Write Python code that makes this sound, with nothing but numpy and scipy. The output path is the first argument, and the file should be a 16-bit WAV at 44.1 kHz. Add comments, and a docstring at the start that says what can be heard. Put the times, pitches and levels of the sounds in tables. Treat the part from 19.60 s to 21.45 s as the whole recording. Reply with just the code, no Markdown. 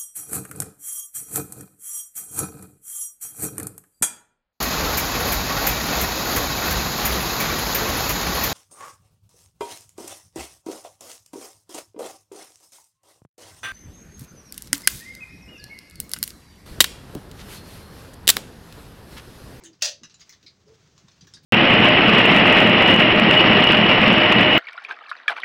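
"""Wheels rumble and a thin hiss runs on, from filtered noise, while loose parts of a funicular cabin tick.
The body groans faintly twice, once near the start and once well after a metal fitting slams and chatters:
sliding tones with rough noise. The slam is one sharp clack of close contacts that rings fitting and panel.
Wheel bumps boom as low noise bursts. Each knock is a short crack plus a bright tail of echoes from the
small, hard cabin."""
import sys
import numpy as np
from scipy import signal
from scipy.fft import rfft, irfft, next_fast_len
from scipy.io import wavfile
from scipy.ndimage import uniform_filter1d

SR = 44100
rng = np.random.default_rng(int(sys.argv[2]) if len(sys.argv) > 2 else 0)


def transcribe(signal):
    """Save signal, clipped to [-1, 1], as a 16-bit WAV file at the path in sys.argv[1]."""
    frames = np.atleast_2d(signal).T
    limited = np.clip(frames, -1, 1)
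    pcm = np.round(limited * 32767).astype(np.int16)
    wavfile.write(sys.argv[1], SR, pcm)


N = 81585  # length in samples


def undb(db):
    """Turn decibels into an amplitude factor."""
    return 10 ** (np.asarray(db) / 20)


def unit(x):
    """Scale to an energy of 1."""
    return x / np.sqrt(np.sum(x ** 2))


def along(points, hz):
    """Read a value between (Hz, value) points, on a log-frequency axis."""
    point_hz, values = np.array(points, float).T
    return np.interp(np.log(hz + 1), np.log(point_hz), values)


def colour(x, points):
    """Filter to the given (Hz, dB) response; folding the cepstrum forward keeps sound from coming early."""
    n = 2 * next_fast_len(len(x))
    hz = np.arange(n // 2 + 1) * SR / n
    cepstrum = irfft(np.log(undb(along(points, hz))))
    cepstrum[1:n // 2] *= 2
    cepstrum[n // 2 + 1:] = 0
    response = np.exp(rfft(cepstrum))
    return irfft(rfft(x, n) * response)[:len(x)]


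def resonate(x, hz, width_hz):
    """One resonance: the narrower it is, the longer it rings."""
    b, a = signal.iirpeak(min(hz, SR / 2 - 1000), hz / width_hz, fs=SR)
    return signal.lfilter(b, a, x)


def noise(points):
    """Steady coloured noise, rms 1."""
    return unit(colour(rng.standard_normal(N), points)) * np.sqrt(N)


def walk(rate):
    """Smooth random wandering with a spread of 1, heading for a new value `rate` times a second."""
    k = int(SR / rate)
    steps = np.repeat(rng.standard_normal(N // k + 1), k)
    smooth = uniform_filter1d(steps, k)[:N]
    return smooth / smooth.std()


def add(out, start, x):
    """Mix x in at a time in seconds."""
    i = int(start * SR)
    out[i:i + len(x)] += x[:N - i]


UNEVEN_DB, UNEVEN_STEP_HZ = 3, 110


def uneven(x):
    """The many weak resonances of a part lift some narrow bands and sink others."""
    hz = np.arange(900, SR / 2, UNEVEN_STEP_HZ)
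    db = UNEVEN_DB * np.clip(rng.standard_normal(len(hz)), -2, 1)
    return colour(x, [(700, 0), *zip(hz, db)])


CABIN_BUILD_S = 0.0045  # how gradually the echoes build up
# How long cabin echoes take to fall by 60 dB, before any shortening: f/Hz, t/s
CABIN_ECHO_TIMES = [(300, 0.39), (1200, 0.14), (3500, 0.23), (6000, 0.17), (9000, 0.15)]


def knock(crack_db, crack_s, tail_share=1):
    """A brief crack and the dense echoes of the cabin, each band dying at its own rate."""
    t = np.arange(SR // 2) / SR
    crack, echoes = rng.standard_normal((2, len(t)))
    spectrum = rfft(echoes)
    # half-octave bands, numbered
    band = np.round(2 * np.log2(np.arange(len(spectrum)) * SR / len(t) + 100))
    tail = np.zeros(len(t))
    for b in np.unique(band):
        t60 = tail_share * along(CABIN_ECHO_TIMES, 2 ** (b / 2))
        tail += irfft(spectrum * (band == b), len(t)) * np.exp(-np.log(1000) * t / t60)
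    tail = unit(tail * (1 - np.exp(-t / CABIN_BUILD_S)))
    return tail + undb(crack_db) * unit(crack * np.exp(-t / crack_s))


# crack over the tail, and its fade time, for the clack and the jiggle
CRACK_DB, CRACK_S = -1.5, 0.0026
TICK_TAIL_SHARE = 0.74  # loose parts get echoes of this share of the full length
JIGGLE_DB, JIGGLE_PER_S = -7, 35  # level against the hiss, mean contacts a second
HISS_FLICKER_DB = 1.5  # spread of the flicker
# Colour of the hiss and the jiggling trim: f/Hz, level/dB
HISS_COLOUR = [(200, -15.5), (600, 2.5), (1200, 3.5), (2500, 1.5), (6300, 3), (8000, -8.5), (10000, -21),
               (13000, -24.5), (15500, -16)]


def jiggle():
    """Fine chance contacts of loose trim, rms 1."""
    contacts = (rng.random(N) < JIGGLE_PER_S / SR) * rng.random(N)
    knocks = signal.fftconvolve(contacts, knock(CRACK_DB, CRACK_S, TICK_TAIL_SHARE))[:N]
    return np.sqrt(N) * unit(colour(knocks, HISS_COLOUR))


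# Colour of the wheel rumble: f/Hz, level/dB
RUMBLE_COLOUR = [(45, -20), (68, 0), (110, 1), (160, 1.5), (240, -6.5), (420, -8.5), (700, -21),
                 (1500, -23.5), (5000, -57)]
# How loud the running noise is over time: t/s, rumble level/dB, hiss level/dB
RUNNING_LEVELS = [(0, -59, -63.5), (0.182, -67.5, -69), (0.45, -63, -70), (0.68, -66, -63.5),
                  (0.799, -67, -69), (1.12, -60.5, -66.5), (1.42, -61.5, -64.5), (1.57, -64.5, -66.5),
                  (1.68, -61, -63.5), (1.85, -63.5, -69.5)]


def running():
    """Wheel rumble and a flickering rolling hiss; the jiggling trim follows the hiss level over time."""
    t = np.arange(N) / SR
    times, rumble_db, hiss_db = np.array(RUNNING_LEVELS).T
    rumble = undb(np.interp(t, times, rumble_db)) * noise(RUMBLE_COLOUR)
    flicker = undb(HISS_FLICKER_DB * walk(49.95))
    rolling = flicker * noise(HISS_COLOUR) + undb(JIGGLE_DB) * jiggle()
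    return rumble + undb(np.interp(t, times, hiss_db)) * rolling


TICK_DB, TICK_CRACK_S = 0.5, 0.0028  # added to every tick's level; fade time of its crack
TICK_WIDTH_HZ, TICK_MODE_STEP_DB = 224, -2.25  # each next resonance is weaker by this step
SHEEN_HZ, SHEEN_WIDTH_HZ = 15700, 2400
# Colour of the broad click: f/Hz, level/dB
TICK_COLOUR = [(200, -2.5), (700, -18), (1200, -0.5), (2200, -2.5), (4000, 5), (6200, 6.5), (8000, -12),
               (10000, -25.5), (15000, -45.5)]
# Knocks of loose parts: t/s, level/dB, crack level over the tail/dB, click level against the
# resonances/dB, top-end sheen level/dB, resonances f/Hz (strongest first)
LOOSE_PARTS = [(0.0090, -28, -2, -26, -32, (970, 2200)),
               (0.0367, -19.5, -2.5, -4, -19, (6530, 7930, 9260, 1740)),
               (0.0497, -17, -8, -34, -25, (6450, 7100, 3070, 3530, 1800)),
               (0.1316, -32, 2, 2, -32, (4700,)), (0.2094, -18.5, -25, -3, -19, (2900,)),
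               (0.4339, -14, -3, -3, -36, (5930, 5000, 2730, 3790, 1620, 1980, 1280)),
               (0.4971, -25.5, -5, 14, -38, (4000, 2800)),
               (0.5418, -23, -2, -3, -48, (7020, 3950, 7040, 2770)), (0.596, -25.5, -4, -2, -28, (6700,)),
               (0.606, -19.5, -12, 1, -26, (4730, 6350, 4770, 2180)),
               (0.693, -18.5, -2.5, -4.5, -15, (5790, 5100, 2100, 6870, 4170)),
               (0.725, -22.5, -3, 5.5, -24, (1970, 5000, 3430)), (0.8282, -29, -3, 14, -19, (5500,)),
               (0.8626, -17, -9, -22, -52, (4175, 4820, 4460, 3920, 2270)),
               (0.88, -27.5, 5, -5.5, -37, (4500,)), (1.3785, -27, -0.5, 4, -26, (6900, 1090)),
               (1.4830, -28, 4, 2.5, -34, (3570, 1080)), (1.5150, -31.5, -4, 7, -32, (4260,)),
               (1.609, -22.5, -5, 1.5, -34, (5800, 4700)), (1.6701, -24.5, -2.5, 1, -18, (5600, 1650)),
               (1.7374, -15, 1, -4, -41, (4840, 3740, 4640, 6150, 7760, 9120)),
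               (1.764, -26.5, -15, 2, -34, (1650,)), (1.8303, -34, -13, 8, -10, (8800,))]


def ticks():
    """Each loose part gives a broad click and a few resonances of its own; the microphone adds a sheen."""
    out = np.zeros(N)
    for start, db, crack_db, click_db, sheen_db, resonances in LOOSE_PARTS:
        hit = knock(crack_db, TICK_CRACK_S, TICK_TAIL_SHARE)
        click = unit(colour(uneven(hit), TICK_COLOUR))
        ring = np.zeros(len(hit))
        for k, hz in enumerate(resonances):
            narrow = resonate(hit, hz, TICK_WIDTH_HZ)
            ring += undb(k * TICK_MODE_STEP_DB) * unit(resonate(narrow, hz, 4 * TICK_WIDTH_HZ))
        body = unit(unit(ring) + undb(click_db) * click)
        sheen = resonate(hit, SHEEN_HZ, SHEEN_WIDTH_HZ)
        sheen = unit(resonate(sheen, SHEEN_HZ, SHEEN_WIDTH_HZ))
        add(out, start, undb(TICK_DB + db) * (body + undb(sheen_db) * sheen))
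    return out


GROAN_SETTLE_S, GROAN_ATTACK_S, GROAN_RELEASE_S = 0.0183, 0.019, 0.059
GROAN_ROUGH_DB = -4  # rubbing noise against the tone
GROAN_UPPER, GROAN_UPPER_DB = 1.1, -20  # upper mode: pitch ratio and level
# Groans of the body: t/s, length t/s (before half a release is added), start f/Hz, settled f/Hz, level/dB
GROANS = [(0.009, 0.12, 418, 327, -54), (1.061, 0.093, 383.4, 445.4, -56)]


def groans():
    """Short rubbing tones of the cabin body that slide and settle, with a weaker upper mode."""
    out = np.zeros(N)
    for start, length, from_hz, to_hz, db in GROANS:
        t = np.arange(int((length + GROAN_RELEASE_S / 2) * SR)) / SR
        pitch_hz = to_hz + (from_hz - to_hz) * np.exp(-t / GROAN_SETTLE_S)
        phase = 2 * np.pi * np.cumsum(pitch_hz) / SR
        tone = np.sqrt(2) * (np.sin(phase) + undb(GROAN_UPPER_DB) * np.sin(GROAN_UPPER * phase))
        rub = resonate(resonate(rng.standard_normal(N), to_hz, 210), to_hz, 210)
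        rub = unit(rub)[:len(t)] * np.sqrt(N)
        fade_in = np.minimum(t / GROAN_ATTACK_S, 1)
        fade_out = np.minimum((t[-1] - t) / GROAN_RELEASE_S, 1)
        add(out, start, undb(db) * fade_in * fade_out * (tone + undb(GROAN_ROUGH_DB) * rub))
    return out


CONTACT_HZ = 19000  # brightness limit of a 0 dB contact


def soften(x, db):
    """A lighter contact lasts longer and so is duller: a low-pass that drops with level."""
    cutoff_hz = min(CONTACT_HZ * undb(db / 2), SR / 2 - 1000)
    return signal.lfilter(*signal.butter(2, cutoff_hz, fs=SR), x)


def fed(blows, t60):
    """Amplitude of a ring whose energy is fed by blows and leaks away."""
    keep = np.exp(-2 * np.log(1000) / (t60 * SR))
    return np.sqrt(signal.lfilter([1], [1, -keep], blows))


RING_WAVER_RAD = 0.6  # spread of the phase waver


def mode(hz):
    """One wavering partial; its pitch may move."""
    turns = np.cumsum(hz * np.ones(N)) / SR + rng.random()
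    return np.sin(2 * np.pi * turns + RING_WAVER_RAD * walk(62.4))


CLACK_DB = 11  # lifts the whole clack
RATTLE_DB, RATTLE_PER_S = 1.5, 350  # spread and rate of the rattle's level
RING_DB, RING_T60_S, RING_BUILD_S = -7.5, .23, 0.01  # fitting's level against the rattle; decay; build-up
PANEL_DB, PANEL_T60_S, PANEL_SAG_HZ_PER_S = -19.5, .26, 160.5  # panel's level, decay and falling pitch
# Contacts of the clack: t/s, level/dB (against one another)
CONTACTS = [(0.2213, 1), (0.224, 1), (0.2346, -5.5), (0.246, -6), (0.2551, -4), (0.262, -11.5),
            (0.2686, -11), (0.278, -11.5)]
# Colour of the clack: f/Hz, level/dB
CLACK_COLOUR = [(150, -45.5), (450, -39.5), (560, -16.5), (700, -19.5), (830, -18.5), (1100, -18),
                (1900, -10), (2250, -15), (2700, -8.5), (4000, -6.5), (5700, 0.5), (7400, -7.5),
                (9000, -19), (13000, -32.5), (15500, -18)]
# Modes of the fitting, whose levels follow the colour of the clack: f/Hz
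FITTING_MODES = [1852, 2449, 2740, 3233, 3345, 3569, 3945, 4071, 4480, 4610, 4885, 4991, 5221, 5935, 6027,
                 6506]
# Modes of the panel that holds the fitting: f/Hz (before it sags), level/dB (against one another)
PANEL_MODES = [(545, -4.5), (606, 0), (680, -7.5)]


def clack():
    """The fitting hits, rebounds and chatters; contacts feed its modes and the sagging, beating panel."""
    knocks, blows, t = np.zeros(N), np.zeros(N), np.arange(N) / SR
    for start, db in CONTACTS:
        add(knocks, start, undb(db) * soften(knock(CRACK_DB, CRACK_S), db))
        # energy goes with amplitude squared
        add(blows, start, undb(db) ** 2 * signal.windows.hann(int(RING_BUILD_S * SR)))
    rattle = colour(uneven(knocks * undb(RATTLE_DB * walk(RATTLE_PER_S))), CLACK_COLOUR)
    partials = sum(undb(along(CLACK_COLOUR, hz)) * mode(hz) for hz in FITTING_MODES)
    ring = fed(blows, RING_T60_S) * partials
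    sag_hz = PANEL_SAG_HZ_PER_S * np.maximum(t - CONTACTS[0][0], 0)
    panel_partials = sum(undb(db) * mode(hz - sag_hz) for hz, db in PANEL_MODES)
    # light later contacts count for more in the panel than in the fitting, so its ring is kept up longer
    panel = fed(np.sqrt(blows), PANEL_T60_S) * panel_partials
    return undb(CLACK_DB) * (unit(rattle) + undb(RING_DB) * unit(ring) + undb(PANEL_DB) * unit(panel))


# Wheel bumps through the floor: t/s, length t/s, f/Hz, level/dB
WHEEL_BUMPS = [(0.403, 0.051, 200, -55), (0.826, 0.041, 298, -63.5), (1.433, 0.042, 139.6, -55),
               (1.606, 0.052, 134, -54.5), (1.646, 0.04, 336, -66), (1.730, 0.067, 126, -59),
               (1.822, 0.045, 143, -58)]


def bumps():
    """Uneven rail makes the floor boom for a few cycles: short bursts of low, narrow noise."""
    out = np.zeros(N)
    for start, length, hz, db in WHEEL_BUMPS:
        n = int(length * SR)
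        boom = resonate(resonate(rng.standard_normal(N), hz, hz / 2), hz, hz / 2)[-n:]
        burst = unit(boom * signal.windows.tukey(n, .6))
        add(out, start, undb(db) * np.sqrt(n) * burst)
    return out


def scene():
    """All the sounds of the cabin together, as one channel."""
    return (running() + ticks() + groans() + clack() + bumps())[None]


TOP_HZ = 15900


def record(dry):
    """The recorder cuts the top: a steep low-pass at TOP_HZ."""
    return signal.sosfilt(signal.ellip(10, .2, 70, TOP_HZ, fs=SR, output="sos"), dry)


dry = scene()
out = record(dry)
transcribe(out)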